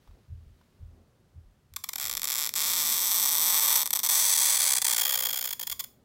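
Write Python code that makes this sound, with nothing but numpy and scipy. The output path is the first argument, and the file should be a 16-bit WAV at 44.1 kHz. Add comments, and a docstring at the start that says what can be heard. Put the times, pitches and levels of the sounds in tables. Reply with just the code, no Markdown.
"""Hands rub over paper and softly bump a desk, close by in a small, quiet room; then a pen scratches
across the large sheet in one long stroke. The nib moves by stick-slip friction. Each slip sends
bending waves through the sheet, and dispersion draws them out into a tiny chirp: first singly,
then as a rasp, at last in stuttering bursts. The rubbing is friction noise; the bumps ring the
low modes of the desk."""
import sys
import numpy as np
from scipy import signal
from scipy.fft import rfft, irfft
from scipy.io import wavfile

SR = 44100
rng = np.random.default_rng(int(sys.argv[2]) if len(sys.argv) > 2 else 0)


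def generate_wav(signal):
    """Clip the signal to [-1, 1] and save it as 16-bit WAV at the path in sys.argv[1]."""
    frames = np.transpose(np.atleast_2d(signal))
    scaled = np.clip(frames, -1, 1) * 32767
    pcm = np.round(scaled).astype(np.int16)
    wavfile.write(sys.argv[1], SR, pcm)


N = 266364
TIME = np.arange(N) / SR

# spectra of the room air and the hand's noises: (frequency [Hz], relative spectral density [dB])
AIR_SPECTRUM = [(15, -39.5), (25, -8), (113, 2), (183, -7), (281, -21), (445, -22.5), (1270, -21),
                (2560, -28), (3440, -28), (15500, -37.5)]
RUB_SPECTRUM = [(30, -24), (90, -12), (170, -1), (240, 2), (300, -5.5), (370, -3), (600, -9), (1500, -28.5),
                (5000, -59.5)]
HISS_SPECTRUM = [(200, -6.5), (600, 0), (1500, -1.5), (4500, -4), (8000, -12), (15000, -12.5)]
TICK_SPECTRUM = [(200, -9.5), (500, -3.5), (1000, 5.5), (1600, -5.5), (4500, -16), (8000, -26.5),
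                 (15000, -23.5)]
# low rub and faint hiss of the sliding hand: (time [s], relative level [dB])
RUB_LEVEL = [(0, -71), (1.2, -68), (1.75, -74), (2.1, -62), (2.58, -61), (2.68, -56), (3.4, -57.5),
             (4, -62), (6, -67)]
HISS_LEVEL = [(0.0, -80), (0.018, -75), (0.34, -81), (0.59, -78), (1.7, -91)]
# brushes of the hand as it settles: (midpoint [s], duration [s], level [dB])
HAND_BRUSHES = [(.17, .12, -65), (.98, .18, -66)]
# ticks of the fingers on the paper: (time [s], relative level [dB])
FINGER_TICKS = [(.075, -50.5), (.11, -56), (.612, -52.5)]
# bumps on the desk: (time [s], peak [dB], contact time [s], tilt [dB/octave], decay time factor [1])
HAND_BUMPS = [(0.069, -44, 0.03207, -11, 0.484), (0.279, -33, 0.02264, 6.5, 1.2584),
              (0.454, -45, 0.008375, -2.5, 0.9275), (0.784, -36.5, 0.0295, 0.5, 1.2584),
              (1.336, -39.5, 0.0394, 12, 0.503), (1.445, -50, 0.01717, -23, 0.495),
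              (1.7, -49, 0.01058, 5.5, 0.634), (2.039, -49.5, 0.005936, 2, 0.585),
              (2.1, -53, 0.02474, -27, 1.182), (5.691, -51.5, 0.01398, -1.5, 0.762)]
# modes of the desk: (frequency [Hz], relative level [dB], base decay time T60 [s])
DESK_MODES = [(42.293, -1, 0.412), (55.833, -2.5, 0.427), (82.083, 4, 0.42976), (101.92, -0.5, 0.25945),
              (119.44, -3.5, 0.2881), (171.78, -20.5, 0.1782)]

# spans in which the nib keeps moving: (start [s], end [s])
MOVING_SPANS = [(1.998, 2.085), (2.113, 2.17), (2.254, 2.465), (2.555, 3.836), (3.952, 3.975),
                (4.033, 4.08), (4.108, 4.8), (4.866, 5.53)]
# jerks where the pen sets off, catches, stalls and stops: (time [s], slips [count], accent [dB])
SINGLE_JERKS = [(1.738, 1, -15), (1.762, 7, 0), (1.839, 6, -1), (1.889, 5, 1), (1.933, 3, -1.5),
                (1.957, 4, 1), (1.982, 4, -1.3), (2.096, 3, 2), (2.177, 1, 1.5), (2.196, 1, -2),
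                (2.218, 1, 0), (2.232, 1, 1.5), (2.242, 3, 1.5), (2.473, 1, .5), (2.492, 1, 0),
                (2.539, 1, 0), (3.756, 4, 4.5), (3.858, 1, 0), (3.864, 1, -.5), (3.875, 1, -1.5),
                (3.906, 2, 1), (3.931, 4, 4), (3.991, 2, 1), (4.001, 1, -2.5), (4.089, 8, 2.5),
                (4.817, 7, -.5), (4.845, 9, 1), (5.595, 5, -1), (5.612, 5, -1), (5.629, 5, -.5),
                (5.67, 6, 1), (5.698, 4, .5), (5.715, 13, 0), (5.794, 15, 0), (5.84, 5, -6)]
# sticking between jerks, shortest where the pen is fastest: (time [s], typical duration [ms])
STICK_TIME = [(2.05, 5), (2.17, 9.5), (2.4, 5.8), (2.85, 3.9), (3.3, 5), (4.15, 3.6), (4.6, 5.7),
              (5.0, 10.6), (5.5, 11.8)]
# how freely the loose nib skids: (time [s], typical slips per jerk [count])
SLIPS_PER_JERK = [(2.06, 2.2), (2.11, 1), (2.6, 1), (2.95, 2.2), (3.06, 1.2), (3.56, 1.4), (3.64, 5),
                  (3.74, 1.2), (4.06, 1.1), (4.15, 4), (4.72, 6.5), (5, 4.5), (5.5, 5.5)]
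# interval between the first two slips of a jerk: (time [s], typical interval [ms])
FIRST_SLIP_GAP = [(1.8, 1), (2.1, 1.6), (2.8, 2.1), (4.2, 2.3), (4.5, 1.8), (4.8, 1.5), (5.3, 1.6),
                  (5.8, 1.5)]
# pressure on the pen, heard as the strength of a lone slip: (time [s], relative level [dB])
SLIP_LEVEL = [(1.76, -27.1), (2.04, -25.7), (2.33, -20.7), (2.97, -20.4), (3.33, -17.5), (3.65, -17.4),
              (3.98, -20.1), (4.17, -17.4), (4.4, -18.6), (4.75, -18.2), (5.15, -20.9), (5.53, -26.4)]
# resonances of pen and sheet at five places: (frequency [Hz], bandwidth [Hz], relative level [dB])
SETTING_OFF = [(525.26, 106.4, -13.5), (1137.1, 652.7, -7), (2207.2, 861.1, -6.5), (3506.6, 483, -2.2775),
               (4244.4, 1155, -8), (5513.3, 1425, -3), (7486.4, 1157, -1.0775), (9658.4, 1850, -8),
               (11820, 1498.2, -2.465), (13994, 1313, -5), (15818, 1458, -9)]
MID_STROKE = [(535.5, 147.9, -18.5), (1037.4, 479.94, -7), (2158.6, 956.8, -12), (3532.2, 520.3, -3.1351),
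              (4355.6, 766, -8.5), (5823.2, 1374, -2.8092), (7879.7, 1067, -2.5), (9396.5, 1497, -4.5),
              (12074, 984, -0.4443), (14039, 1011.6, -1.5), (15079, 800, -10.5)]
AFTER_STALL = [(544, 140, -18), (984.9, 369, -8), (2084.2, 1064.7, -12), (3472.4, 332.4, -4),
               (4445.8, 1290, -7.5), (6002.3, 1001, -1.4), (8002.4, 1743, -2.5), (9796.4, 1000, -2.82),
               (11839, 770, -5.5), (13624, 2500, -8.5), (15353, 550, -7)]
STUTTERING = [(528.42, 150, -13), (1059.9, 329.6, -8), (2103.1, 981, -10.5), (3421.9, 326.5, -4),
              (4574.3, 1315.1, -7), (6153.6, 1298.1, -6), (7881.5, 1689.5, -3.5), (9617, 1413, -2.2581),
              (12784, 1660, -10), (14518, 1423, -9), (15560, 760, -13)]
RUNNING_OUT = [(510.63, 98.25, -5.5), (1054.1, 438.7, -9.5), (2041.3, 1458, -11.5),
               (3344.4, 342.65, -0.2193), (4464.7, 855, -11.5), (5174.5, 946, -8), (6969, 1017.6, -5.5),
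               (10068, 3311, -10), (12041, 1244, -13), (13870, 1586.4, -2.2555), (15423, 1201, -6.5)]
# the nib's passage through those places: (time [s], resonances [table])
NIB_PATH = [(2.5, SETTING_OFF), (3.1, MID_STROKE), (3.95, MID_STROKE), (4.25, AFTER_STALL),
            (4.65, STUTTERING), (4.85, STUTTERING), (5.05, RUNNING_OUT)]
# reflection from the edge of the sheet: (time [s], delay [ms])
EDGE_DELAY = [(1.9, .51), (2.45, .528), (2.6, .46), (3.3, .502), (4.2, .505), (4.8, .478), (5.3, .445),
              (5.7, .46)]
# shelf on the lows and low mids of the scratch: (time [s], gain [dB])
LOW_SHELF = [(1.8, 3), (2.3, -1.5), (2.65, -1.5), (3.4, .5), (3.68, 2.8), (4.35, -.5), (4.75, 1),
             (5.25, 1.2), (5.8, -2.5)]


def undb(db):
    """Amplitude ratio of a level in decibels."""
    return 10 ** (np.asarray(db) / 20)


def follow(rows, when):
    """Linear interpolation of a table's columns at the given times."""
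    times, *columns = np.transpose(rows)
    return [np.interp(when, times, column) for column in columns]


def add(track, start_s, sound):
    """Superposition of a sound on a track."""
    i = max(0, int(start_s * SR))
    track[i:i + len(sound)] += sound[:max(0, len(track) - i)]


def fade(t, t60):
    """Exponential decay by 60 dB in t60 seconds."""
    return np.exp(-np.log(1000) * t / t60)


def noise(spectrum):
    """Spectral shaping of white noise, normalised to rms 1."""
    hz, db = np.transpose(spectrum)
    bins = np.maximum(np.fft.rfftfreq(N, 1 / SR), 1)
    gain = undb(np.interp(np.log(bins), np.log(hz), db))
    shaped = irfft(rfft(rng.standard_normal(N)) * gain, N)
    return shaped / shaped.std()


def room_air(level_db=-66.5):
    """Ambient noise: the steady, mostly low sound of the room's air."""
    return undb(level_db) * noise(AIR_SPECTRUM)


def hand_friction(hiss_gain_db=3.0, tick_t60=0.04565):
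    """Sliding friction of skin on paper gives rub and hiss; finger impacts give damped ticks."""
    rub_envelope = undb(follow(RUB_LEVEL, TIME)[0])
    for middle, length, db in HAND_BRUSHES:
        add(rub_envelope, middle - length / 2, undb(db) * np.hanning(int(length * SR)))
    hiss = noise(HISS_SPECTRUM) * undb(follow(HISS_LEVEL, TIME)[0] + hiss_gain_db)
    tick_envelope = np.zeros(N)
    for start, db in FINGER_TICKS:
        add(tick_envelope, start, undb(db) / 2 * fade(TIME, tick_t60))
    return rub_envelope * noise(RUB_SPECTRUM) + hiss + tick_envelope * noise(TICK_SPECTRUM)


def desk_bumps():
    """Modal vibration: a soft push of the hand excites the damped low modes of the desk."""
    track, t = np.zeros(N), np.arange(SR) / SR
    for start, peak_db, contact_s, tilt_db, decay_factor in HAND_BUMPS:
        ringing = 0
        for hz, db, t60 in DESK_MODES:
            gain = undb(db + tilt_db * np.log2(hz / DESK_MODES[0][0]))
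            ringing += gain * np.sin(2 * np.pi * hz * t) * fade(t, t60 * decay_factor)
        # flesh gives way, so the ringing swells over the time of contact
        thud = ringing * (1 - np.exp(-(t / contact_s) ** 2))
        add(track, start, thud * undb(peak_db) / np.abs(thud).max())
    return track


def reverberation(t60, db, onset_s):
    """Diffuse field: dense echoes build up and decay, with a total energy of db."""
    t = np.arange(int(t60 * SR)) / SR
    build_up = 1 - np.exp(-(t / onset_s) ** 2)
    echoes = rng.standard_normal(len(t)) * fade(t, t60) * build_up
    return echoes * undb(db) / np.linalg.norm(echoes)


def slip_gaps(when, slips, shortest_ms=.88, settle_slips=5):
    """Friction chatter quickens once the nib is loose: seconds between the slips of one jerk."""
    first_ms = follow(FIRST_SLIP_GAP, when)[0]
    settling = np.exp(-np.arange(slips - 1) / settle_slips)
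    return (shortest_ms + (first_ms - shortest_ms) * settling) / 1000


def stick_slip(accent_spread_db=1.1588, stick_spread=.22, count_spread=.3, stall_s=.025):
    """Relaxation oscillation: the nib sticks, tension builds, and it lets go in a jerk of slips."""
    jerks = []
    for start, end in MOVING_SPANS:
        now = start
        draws = np.c_[rng.standard_normal((600, 3)), rng.random(600)]
        for stick_draw, count_draw, accent_draw, rounding in draws:
            skid = follow(SLIPS_PER_JERK, now)[0] * np.exp(count_spread * count_draw)
            slips = max(1, int(skid + rounding))
            jerks.append((now, slips, accent_spread_db * accent_draw))
            # the pen slows before each stall, so the nib sticks longer
            stick_ms = follow(STICK_TIME, now)[0] * (1 + .8 * np.exp((now - end) / stall_s))
            now += slip_gaps(now, slips).sum() + stick_ms * np.exp(stick_spread * stick_draw) / 1000
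            if now > end:
                break
    return jerks


def slip_train(jerks, gap_spread=0.13098, scatter_db=0.4823, share_db_per_doubling=.7):
    """Impulse train: uneven slips grow with the pressure and share the tension of their jerk."""
    times, amplitudes = [], []
    for start, slips, accent_db in jerks:
        gap_draw, level_draw = rng.standard_normal((slips, 2)).T
        gaps = slip_gaps(start, slips) * np.exp(gap_spread * gap_draw[1:])
        times.append(start + np.r_[0, np.cumsum(gaps)])
        slip_db = follow(SLIP_LEVEL, start)[0] - share_db_per_doubling * np.log2(slips)
        amplitudes.append(undb(slip_db + accent_db + scatter_db * level_draw))
    return np.concatenate(times), np.concatenate(amplitudes)


def sheet_resonances(times, hz, scatter_db=1.5, low_cut_hz=470):
    """Resonance of pen and sheet: a minimum-phase response whose peaks glide as the nib travels."""
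    path_s, places = zip(*NIB_PATH)
    power = 0
    for mode in np.transpose(places, (1, 0, 2)):
        centre, width, db = follow(np.c_[path_s, mode], times[:, None])
        gain = undb(db + scatter_db * rng.standard_normal(db.shape))
        power += (gain / (1 + (2 * (hz - centre) / width) ** 2)) ** 2
    # ringing only follows the slip: keep the causal half of the cepstrum
    cepstrum = irfft(np.log(power))
    cepstrum[:, len(hz) - 1:] = 0
    cepstrum[:, 0] /= 2
    high_pass = (1j * hz / (low_cut_hz + 1j * hz)) ** 2
    return np.exp(rfft(cepstrum)) * high_pass


def slip_chirps(times, delay_at_1khz_s=0.0029069, edge_echo=.3, edge_hz=12000, shelf_hz=2300):
    """Dispersion of bending waves turns each slip into a chirp, with the energy of 1 ms at rms 1."""
    hz = np.fft.rfftfreq(1024, 1 / SR)
    slip_s = times[:, None]
    # interference with the edge reflection combs the treble; the comb sweeps as the nib travels
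    edge_s = follow(EDGE_DELAY, slip_s)[0] / 1000
    depth = edge_echo * np.minimum(hz / edge_hz, 1) ** 2
    comb = 1 + depth * np.exp(-2j * np.pi * hz * edge_s)
    shelf = undb(follow(LOW_SHELF, slip_s)[0] / (1 + (hz / shelf_hz) ** 4))
    spectrum = sheet_resonances(times, hz) * comb * shelf
    # wave speed grows as the square root of frequency, so the lows arrive late
    travel_cycles = 2 * delay_at_1khz_s * np.sqrt(1000 * hz)
    subsample_cycles = hz * (slip_s * SR % 1) / SR
    chirps = irfft(spectrum * np.exp(-2j * np.pi * (travel_cycles + subsample_cycles)))
    return chirps * np.sqrt(SR / 1000) / np.linalg.norm(chirps, axis=1, keepdims=True)


def pen_scratch(lead_s=0.0010173, gain_db=-0.4956):
    """Stick-slip radiation: the direct chirps, plus their convolution with room and sheet echoes."""
    echoes = reverberation(t60=0.2969, db=-14, onset_s=0.006)  # around the room
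    add(echoes, 0, reverberation(t60=0.009925, db=-12, onset_s=0.002718))  # inside the sheet
    times, amplitudes = slip_train(list(SINGLE_JERKS) + stick_slip())
    times -= lead_s
    direct = np.zeros(N)
    for start, amplitude, chirp in zip(times, amplitudes, slip_chirps(times)):
        add(direct, start, amplitude * chirp)
    return undb(gain_db) * (direct + signal.fftconvolve(direct, echoes)[:N])


def scene():
    """Superposition of room air, hand, desk and pen in one channel."""
    return (room_air() + hand_friction() + desk_bumps() + pen_scratch())[None]


def record(dry):
    """Band limiting: an elliptic low-pass filter cuts the highest treble steeply."""
    cutoff_hz = 15900
    return signal.sosfilt(signal.ellip(10, .2, 80, cutoff_hz, fs=SR, output="sos"), dry)


dry = scene()
out = record(dry)
generate_wav(out)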